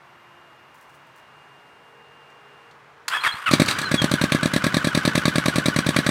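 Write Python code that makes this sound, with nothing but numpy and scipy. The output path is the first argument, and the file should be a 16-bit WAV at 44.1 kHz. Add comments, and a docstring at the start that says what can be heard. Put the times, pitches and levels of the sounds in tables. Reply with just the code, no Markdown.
"""A two-cylinder motorcycle engine catches, stumbles and idles, with uneven pairs of exhaust beats.
Each beat is a low thump ringing the pipe plus a rasp of noisy gas; gears sing and valve gear rattles with it.
Before that a fuel pump whistles, keys jingle, switches click and a starter clacks, grinds and whines.
Short echoes come from the walls and the open garage; distant traffic and engine drones lie behind."""
import sys
import numpy as np
from scipy import signal
from scipy.fft import rfft, irfft, next_fast_len
from scipy.io import wavfile
from scipy.ndimage import map_coordinates

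SR = 44100
rng = np.random.default_rng(int(sys.argv[2]) if len(sys.argv) > 2 else 0)


def generate_wav(signal):
    """Clip the signal to [-1, 1] and save it as 16-bit WAV at the path in sys.argv[1]."""
    frames = np.transpose(np.atleast_2d(signal))
    scaled = np.clip(frames, -1, 1) * 32767
    pcm = np.round(scaled).astype(np.int16)
    wavfile.write(sys.argv[1], SR, pcm)


N = 269010
T = np.arange(N) / SR  # time in seconds

# Exhaust path of each cylinder: pitch_hz, level_db
LEAD_PIPE = [(25, -44), (45, -25), (65, -15), (100, -8), (140, 2.5), (195, -4.5), (260, -2), (340, -8.5),
             (410, -22.5), (600, -2.5), (720, -21), (2000, -32), (6000, -48.5)]
TRAIL_PIPE = [(25, -43), (50, -33), (70, -11.5), (100, -10.5), (145, 0.5), (200, -0.5), (270, 1.5),
              (360, -4), (440, -13), (600, -1.5), (720, -14), (2000, -41.5), (6000, -63)]
# Colour of the gas jet at the outlet: pitch_hz, level_db
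JET = [(60, -27), (180, -1.5), (450, -12.5), (800, -5), (1200, -5.5), (2200, 3), (3100, -7.5), (3900, 1.5),
       (5100, -6.5), (7000, -11.5), (8200, -5.5), (9300, -20), (11000, -13), (16000, -38.5)]
# Resonances of the muffler can: pitch_hz, width_hz, relative level_db
CAN_MODES = [(1137, 67, 3), (1607, 235, 2.5), (2346, 82, -4.5), (2845, 31, -10), (3730, 380, -9),
             (4920, 110, -13), (5580, 200, -10), (6160, 130, -31.5), (8030, 620, -12), (10470, 320, -16.5),
             (11760, 330, -14.5)]
# Firings as the engine catches, for each cylinder: start_s, thump_db, rasp_db (relative)
LEAD_CATCH = [(3.5146, -20.1, -21.5), (3.601, -11, -20), (3.6882, -26, -19.5), (3.789, -34.5, -25),
              (3.9174, -19, -23.5)]
TRAIL_CATCH = [(3.5378, -10.5, -17.5), (3.6202, -12, -22.5), (3.713, -33, -23), (3.817, -29.5, -30),
               (3.9438, -13.5, -22.5)]
# Crank speed overshoots, sags and hunts around idle: time_s, speed_rpm
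IDLE_RPM = [(3.92, 1131.5), (4.1, 1264.0), (4.34, 1069.3), (4.5, 1140.0), (4.7, 1175.0), (4.92, 1156.8),
            (5.12, 1192.0), (5.25, 1169.1), (5.62, 1208.0), (5.75, 1127.3), (5.92, 1235.7), (6.05, 1166.2)]
# Extra colour for strong firings: pitch_hz, change_db per dB of excess
BARK = [(130, -.9), (340, 0.67), (700, -0.27)]
# Pistons puff unburnt air while cranking: start_s, level_db
PUFFS = [(3.27, -40), (3.343, -40), (3.492, -38)]
# Colour of the valve gear and cases: pitch_hz, level_db
CASES = [(30, -32), (120, 2.5), (400, -7), (800, -9), (1150, 2), (1600, 2), (2000, -4), (3000, -9),
         (4200, -16), (6000, -19.5), (8500, -25.5), (16000, -39)]
# Valves and cam chain knock in every cycle: position (share of cycle), level_db
TAPPETS = [(.36, -30.5), (.57, -34), (.77, -27.5), (0.944, -27)]
# Primary gear note at the crank's fastest and slowest moments: position (share of cycle), pitch_hz
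GEAR_SWING = [(.19, 1770), (.82, 1437)]
# Solenoid engages; later the starter clutch snatches and lets go: start_s, level_db
CLACKS = [(3.0805, -17), (3.086, -39), (3.5115, -21.5), (3.529, -21), (3.66, -22.5), (3.68, -22),
          (3.703, -22.5)]
# Colour of the solenoid: pitch_hz, level_db
SOLENOID = [(180, -45), (300, -29), (537, -19), (1010, -6.5), (1560, -1), (2650, -7.5), (2980, -11),
            (3240, -8), (3950, -7.5), (4440, 1), (5340, -13.5), (7690, -11), (8790, -19), (9880, -15),
            (16000, -30)]
# Colour of the starter's grinding: pitch_hz, level_db
GRIND = [(60, -39), (200, -24), (450, -19), (680, -15.5), (1120, 1.5), (1350, 2), (1700, -3), (2600, -9),
         (3400, -12.5), (4100, -18), (6400, -28.5), (9000, -21.5), (10500, -32.5), (12000, -28.5),
         (16000, -42.5)]
# Starter spins the crank up, then strains against two compressions:
# start_s, length_s, first_hz, last_hz, glide_bend (exponent), final growl_db, growl swell_db, grind_db
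STRAINS = [(3.11, .062, 1303, 1740, 2.4, -26, 3, -31), (3.233, .043, 2600, 1590, 1, -18.5, 9, -22.5),
           (3.459, .033, 1500, 1226, 0.89, -21.5, -3, -25.5)]
# Partials of the starter gear mesh: multiple (of mesh pitch), level_db
MESH = [(1, 0), (1.5, -13), (2, -6), (3, -14)]
# How well the starter's cover radiates the mesh: pitch_hz, level_db
COVER = [(1000, 0), (2900, 0), (3900, -11), (6000, -13), (9000, -12)]
# Resonances of the starter housing: pitch_hz, width_hz, relative level_db
HOUSING = [(3325, 62, -2), (4150, 90, 0)]
# Armature whine, dragged down under load, racing free, then coasting out: time_s, pitch_hz
ARMATURE = [(3.09, 2700), (3.15, 3420), (3.186, 3290), (3.208, 4080), (3.235, 4300), (3.264, 3400),
            (3.298, 3290), (3.322, 4100), (3.346, 4220), (3.41, 5070), (3.76, 4800), (3.865, 4110),
            (3.994, 3285), (4.1, 2750)]
# Resonances of the motor shell: pitch_hz, width_hz, relative level_db
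SHELL = [(3300, 70, 0), (4123, 85, -6), (4800, 120, -19)]
# Overtones of the fuel pump: multiple (of pump pitch), level_db, drift (dB per s as pressure builds)
PUMP_ORDERS = [(1, 1, .5), (3, -20, 0), (4, -20.5, -1), (5, -15, -5)]
# Keys touching on their ring: start_s, relative level_db
KEYS = [(0.7435, -47), (0.7555, -57), (0.7764, -54), (0.8104, -46), (0.8947, -47), (0.9401, -49),
        (1.0663, -52), (1.1586, -49), (1.176, -51)]
# Colour of the keys: pitch_hz, level_db
KEY_RING = [(2000, -23), (5500, -1), (8500, -1), (13000, -5), (16000, -5)]
# Switch and pump relay: start_s, level_db, pitch_hz
SWITCHES = [(2.3, -62, 5300), (2.71, -53, 3720)]
# Ribbed door and garage wall answer: delay_s, level_db
WALLS = [(.0155, -11), (.026, -21)]
# Ringing time in the garage: pitch_hz, time_s (to fall 60 dB)
GARAGE = [(100, 0.5), (1500, 0.82), (5000, 0.23), (14000, 0.21)]
# Colour of distant traffic: pitch_hz, level_db
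TOWN = [(25, -50), (45, -27), (65, -14.5), (100, -11), (135, -3.5), (190, -9.5), (300, -9), (550, -7),
        (1000, -1), (1600, -5), (2500, -11.5), (4000, -21.5), (8000, -32.5), (16000, -43)]
# Far engines: start_s, end_s, pitch_hz, level_db
HUM = [(-1, 3.6, 140, -68), (-1, 1.31, 350, -68), (1.24, 3.9, 415, -66.5), (1.43, 4, 468, -64.5)]

IDLE_FROM_S = 4.0204  # the lead cylinder's first idle beat
TRAIL_SHARE = .2425  # share of a cycle by which the second cylinder trails the first
# Relative levels of the idle beats, and how much the beats differ
LEAD_THUMP_DB, LEAD_RASP_DB, TRAIL_THUMP_DB, TRAIL_RASP_DB = -17, -23, -15, -26
THUMP_SCATTER_DB, RASP_SCATTER_DB = .6, .6
# A late burn slows the crank and rasps louder: most extra rasp, and the cycle lengthening that brings it
LATE_BURN_DB, LATE_BURN_S = 1.5, 0.0036
BARK_FROM_DB = -14.5  # firings above this level change colour
# Gear song as its teeth take up load: peak level, depth of the lulls, share of cycle at the first peak
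GEAR_DB, GEAR_LULL_DB, GEAR_PEAK_SHARE = -28, 20.5, 0.037
# Case rattle once running, and its flare as the engine catches
RUNNING_DB, FLARE_DB, FLARE_S = -34.5, 4, 0.18
# Free grinding of the starter: start, hold, time to fall 60 dB, level
STARTER_ON_S, STARTER_HOLD_S, STARTER_FADE_S, FREE_GRIND_DB = 3.088, 0.32, 0.5, -34.5
STRAIN_ATTACK_S, STRAIN_RELEASE_S = .005, 0.036
WHINE_DB, COAST_DB = -26, -20  # whine under power and coasting, before the shell's resonances
# The pump spins up to its pitch, then sags as pressure builds
PUMP_STOP_S, PUMP_DB, PUMP_RISE_DB_PER_S = 2.71, -67, 1.36
PUMP_HZ, PUMP_START_HZ, PUMP_SPIN_UP_S, PUMP_SAG_HZ_PER_S = 2830, 2350, .035, 11
TOWN_DB = -50.5
TOP_HZ = 16000  # highest pitch kept


def exhaust():
    """Two cylinders fire a quarter cycle apart: a low thump and a rasping jet each."""
    first = firings(LEAD_CATCH, 0, LEAD_THUMP_DB, LEAD_RASP_DB, LATE_BURN_DB)
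    second = firings(TRAIL_CATCH, TRAIL_SHARE, TRAIL_THUMP_DB, TRAIL_RASP_DB, late_db=0)
    low = thumps(first[:, :2], LEAD_PIPE, lead=0.00243, width=.00022)
    low += amp(1.05) * thumps(second[:, :2], TRAIL_PIPE, lead=0.00211, width=0.0003)

    # Keep only the time and rasp level of each firing
    first, second = first[:, ::2], second[:, ::2]
    blowdown = amp(4.5) * bursts(first - [.0045, 0], rise=0.0033, t60=0.031)
    blowdown += amp(6) * bursts(second - [.004, 0], rise=0.0028, t60=.025)
    # The piston then sweeps out the rest of the gas, more softly
    sweep = amp(-8.5) * bursts(first + [.002, 0], rise=0.0048, t60=0.061)
    sweep += amp(-5) * bursts(second + [.002, 0], rise=0.0027, t60=0.063)
    jet = blowdown * grit(spiky_db=4) + sweep * grit(spiky_db=3)

    puff_colour = [(25, -19), (60, -4.5), (130, 1.5), (300, -3), (1000, -40), (4000, -70)]
    puffs = thumps(PUFFS, puff_colour, lead=0.0011, width=0.00071)
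    return low + puffs + colour(jet, JET) + amp(9) * resonate(jet, CAN_MODES)


def firings(catch, share, thump_db, rasp_db, late_db):
    """One cylinder's times, thump and rasp levels: stumbling start, then idle; longer cycles can rasp more."""
    s = idle_times(share)
    # How much longer each cycle is than the one before
    lengthening = np.append(np.diff(np.append(catch[-1][0], s), 2), 0)
    scatter = rng.standard_normal((len(s), 2)) * [THUMP_SCATTER_DB, RASP_SCATTER_DB]
    levels = [thump_db, rasp_db] + scatter
    levels[:, 1] += late_db * np.tanh(lengthening / LATE_BURN_S)
    return np.vstack([catch, np.column_stack([s, levels])])


def idle_times(share):
    """Add up the crank speed to find when the idling engine passes this share of each two-turn cycle."""
    rpm, = curves(IDLE_RPM)
    cycle = np.cumsum(rpm / 120) / SR  # two turns per cycle
    cycle -= np.interp(IDLE_FROM_S, T, cycle)
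    return np.interp(np.arange(share, cycle[-1], 1), cycle, T)


def thumps(rows, pipe, lead, width):
    """Each slug of gas swells, peaks and rings the pipe; levels are rms over 9 ms."""
    t, out = T[:SR // 50], np.zeros(N)
    for s, db in rows:
        slug = np.exp(-abs(t - t.mean()) / (width * amp(rng.normal(0, 1))))
        excess_db = max(db - BARK_FROM_DB, 0)
        barking_pipe = [(hz, level + excess_db * along(BARK, hz)) for hz, level in pipe]
        wave = np.convolve(slug, impulse(barking_pipe))
        wave = wave / np.linalg.norm(wave) * np.sqrt(.009 * SR)
        add(out, s - lead - t.mean(), amp(db) * wave)
    return out


def machinery():
    """Valve gear rattles while the primary gear sings with the uneven crank speed."""
    starts = np.append(np.array(LEAD_CATCH)[:, 0], idle_times(0))
    starts = np.append(starts, 2 * starts[-1] - starts[-2])
    cycle = np.interp(T, starts, np.arange(len(starts)))

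    hz = np.interp(cycle, *np.transpose(GEAR_SWING), period=1)
    hz = hz * (1 + .012 * wobble(20) + .011 * wobble(500))
    lull = np.sin(3 * np.pi * (cycle - GEAR_PEAK_SHARE)) ** 2  # three lulls a cycle
    gear_level = amp(GEAR_DB - GEAR_LULL_DB * lull + 1.9 * wobble(30))
    gear = gear_level * (tone(hz) + amp(-13.0) * tone(2 * hz))
    gear *= np.clip((T - starts[0]) / 0.38, 0, 1)  # the note firms up after the engine catches

    knocks = [(s + share * length, db) for s, length in zip(starts, np.diff(starts))
              for share, db in TAPPETS]
    flare = np.exp(-((T - starts[2]) / FLARE_S) ** 2)
    rattle = amp(RUNNING_DB + FLARE_DB * flare + 2.4 * wobble(200)) * grit(spiky_db=3)
    rattle *= np.clip((T - STRAINS[-1][0]) / 0.047, 0, 1)
    rattle += bursts(knocks, rise=0.0014, t60=0.049) * grit(spiky_db=3)
    return gear + colour(rattle, CASES)


def starter():
    """The solenoid clacks, then the gears grind and growl against compression."""
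    clack = colour(bursts(CLACKS, rise=0.00076, t60=0.041) * grit(spiky_db=-2.5), SOLENOID)
    load = amp(FREE_GRIND_DB) * gate(STARTER_ON_S, STARTER_HOLD_S, attack=0.017, release=STARTER_FADE_S)
    mesh_hz, strain = np.zeros(N), np.zeros(N)
    for s, length, first_hz, last_hz, bend, growl_db, swell_db, grind_db in STRAINS:
        effort = gate(s, length, STRAIN_ATTACK_S, STRAIN_RELEASE_S)
        to_go = np.clip(1 - (T - s) / length, 0, 1)  # falls from 1 to 0 over the strain
        glide_hz = last_hz + (first_hz - last_hz) * to_go ** bend
        mesh_hz = np.where(T >= s, glide_hz, mesh_hz)
        strain += amp(growl_db - swell_db * to_go) * effort
        load += amp(grind_db) * effort
    grind = colour(load * amp(1.7 * wobble(300)) * grit(spiky_db=3.5), GRIND)

    mesh_hz *= 1 + .016 * wobble(700) + .008 * wobble(120)
    growl = np.zeros(N)
    for k, level in MESH:
        partial_db = level + along(COVER, k * mesh_hz) + 2.4 * wobble(250)
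        growl += strain * amp(partial_db) * tone(k * mesh_hz)
    return clack + grind + amp(0.5) * resonate(grind, HOUSING) + growl + whine()


def whine():
    """The armature's note swells wherever its speed meets a resonance of the shell."""
    hz, = curves(ARMATURE)
    hz = hz * (1 + .004 * wobble(400))
    responses = [amp(db) / np.hypot(1, 2 * (hz - centre) / width) for centre, width, db in SHELL]
    ring = np.max(responses, axis=0)
    level_db = np.where(T < LEAD_CATCH[0][0], WHINE_DB, COAST_DB) + 1.5 * wobble(150)
    spinning = gate(STARTER_ON_S, ARMATURE[-1][0] - STARTER_ON_S, attack=0.11, release=.05)
    return spinning * amp(level_db) * ring ** 1.3 * (tone(hz) + amp(-26) * tone(2 * hz))


def ignition():
    """The fuel pump whistles as it primes; keys tick and rustle on their ring; switches click."""
    hz = PUMP_HZ - (PUMP_HZ - PUMP_START_HZ) * np.exp(-T / PUMP_SPIN_UP_S) - PUMP_SAG_HZ_PER_S * T
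    hz = hz * (1 + 0.00073 * wobble(30))
    running = gate(0, PUMP_STOP_S, attack=.07, release=.03)
    running *= amp(PUMP_DB + PUMP_RISE_DB_PER_S * T + 1.3 * wobble(15))
    pump = running * sum(amp(level + drift * T) * tone(k * hz) for k, level, drift in PUMP_ORDERS)

    ticks = amp(-11.0) * bursts(KEYS, rise=.0004, t60=0.039)
    rustle = amp(-23.5 + 3 * wobble(150)) * bursts(KEYS, rise=.008, t60=.25)
    out = pump + colour((ticks + rustle) * grit(spiky_db=5), KEY_RING)
    for s, db, hz in SWITCHES:
        click = bursts([(s, db)], rise=.001, t60=0.054) * grit(spiky_db=0)
        out += colour(click, [(hz / 2, -14), (hz, 0), (2 * hz, -14), (4 * hz, -32)])
    return out


def garage(x, tail_db):
    """Ribbed surfaces scatter short echoes; the open garage rings briefly."""
    out = np.zeros(N)
    bright = colour(x, [(100, -7.5), (600, -4.5), (1500, -1.5), (16000, 1.5)])
    for delay, db in WALLS:
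        ribs = rng.standard_normal(SR // 400)
        add(out, delay, amp(db) * signal.fftconvolve(bright, ribs / np.linalg.norm(ribs)))
    # Noise that dies away at a different rate for each pitch
    hz, t, z = signal.stft(rng.standard_normal(SR // 2), SR, nperseg=256)
    decay = amp(-60 * t / along(GARAGE, hz)[:, None])
    tail = signal.istft(z * decay, SR, nperseg=256)[1]
    add(out, .008, amp(tail_db) * signal.fftconvolve(bright, tail / np.linalg.norm(tail)))
    return out


def town():
    """Distant traffic is coloured noise, with wavering engine drones that come and go."""
    out = amp(TOWN_DB + .3 * wobble(3)) * colour(rng.standard_normal(N), TOWN)
    for start, end, hz, level in HUM:
        fade = np.clip(np.minimum(T - start, end - T) / 0.35, 0, 1)
        out += fade * amp(level + 3.0 * wobble(6.0)) * tone(hz + 3 * wobble(24.9))
    return out


def amp(db):
    """Decibels to gain."""
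    return 10 ** (np.asarray(db) / 20)


def unit(x):
    """Scale to rms 1."""
    return x / np.sqrt(np.mean(x ** 2) + 1e-20)


def along(points, hz):
    """Read a value at a pitch from (pitch, value) points on a log axis."""
    f, v = np.transpose(points)
    return np.interp(np.log(hz + 1), np.log(f + 1), v)


def curves(rows, at=T):
    """Each column after the first, joined by straight lines."""
    s, *cols = np.transpose(rows)
    return [np.interp(at, s, c) for c in cols]


def wobble(rate):
    """A smooth random curve, rate knots a second."""
    knots = rng.standard_normal(int(N * rate / SR) + 4)
    steps = np.arange(0, len(knots) - 1, 1 / 6)
    return np.interp(T * rate, steps, map_coordinates(knots, [steps]))


def grit(spiky_db):
    """White noise of rms 1 whose strength flickers from one instant to the next."""
    return unit(rng.standard_normal(N) * amp(spiky_db * wobble(2500)))


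def tone(hz):
    """A sine of rms 1 that follows a pitch curve."""
    return np.sqrt(2) * np.sin(2 * np.pi * np.cumsum(hz) / SR)


def gate(start, length, attack, release):
    """Envelope that rises, holds, then falls 60 dB in the release time."""
    rise = np.clip((T - start) / attack, 0, 1)
    return rise * amp(-60 * np.maximum(T - start - length, 0) / release)


def bursts(rows, rise, t60):
    """Envelope of blows, given by time and peak level, that swell and die away."""
    t, env = T[:SR // 4], np.zeros(N)
    shape = (1 - np.exp(-(t / rise) ** 2)) * amp(-60 * t / t60)
    for s, db in rows:
        add(env, s, amp(db) * shape / shape.max())
    return env


def add(track, s, x):
    """Mix x into the track at time s."""
    part = track[max(round(s * SR), 0):][:len(x)]
    part += x[:len(part)]


def impulse(points, size=4096):
    """Causal impulse response of energy 1 with the given spectrum."""
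    # Folding the cepstrum puts the energy as early as possible
    cepstrum = irfft(np.log(amp(along(points, np.fft.rfftfreq(size, 1 / SR)))))
    cepstrum[1:size // 2] *= 2
    cepstrum[size // 2 + 1:] = 0
    h = irfft(np.exp(rfft(cepstrum)))
    return h / np.linalg.norm(h)


def colour(x, points):
    """Pass x through a body with the given spectrum."""
    return signal.fftconvolve(x, impulse(points))[:N]


def filtered(x, response):
    """Weight each pitch in x by a response of frequency."""
    m = next_fast_len(N + SR // 2)
    return irfft(rfft(x, m) * response(np.fft.rfftfreq(m, 1 / SR)), m)[:N]


def resonate(x, modes):
    """Pass x through resonances side by side, with alternating signs."""
    def response(f):
        return sum((-1) ** k * amp(db) * 1j * f * w / (c * c - f * f + 1j * f * w)
                   for k, (c, w, db) in enumerate(modes))
    return filtered(x, response)


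def scene():
    """The motorcycle, its echoes and the town behind."""
    bike = exhaust() + machinery() + starter() + ignition()
    return (bike + garage(bike, tail_db=-15.5) + town())[None]


def record(dry):
    """Peaks clip at full scale, then pitches above the band limit are removed."""
    clipped = np.clip(dry[0], -1, 1)
    return filtered(clipped, lambda hz: np.clip((TOP_HZ - hz) / 400 + .5, 0, 1))[None]


dry = scene()
out = record(dry)
generate_wav(out)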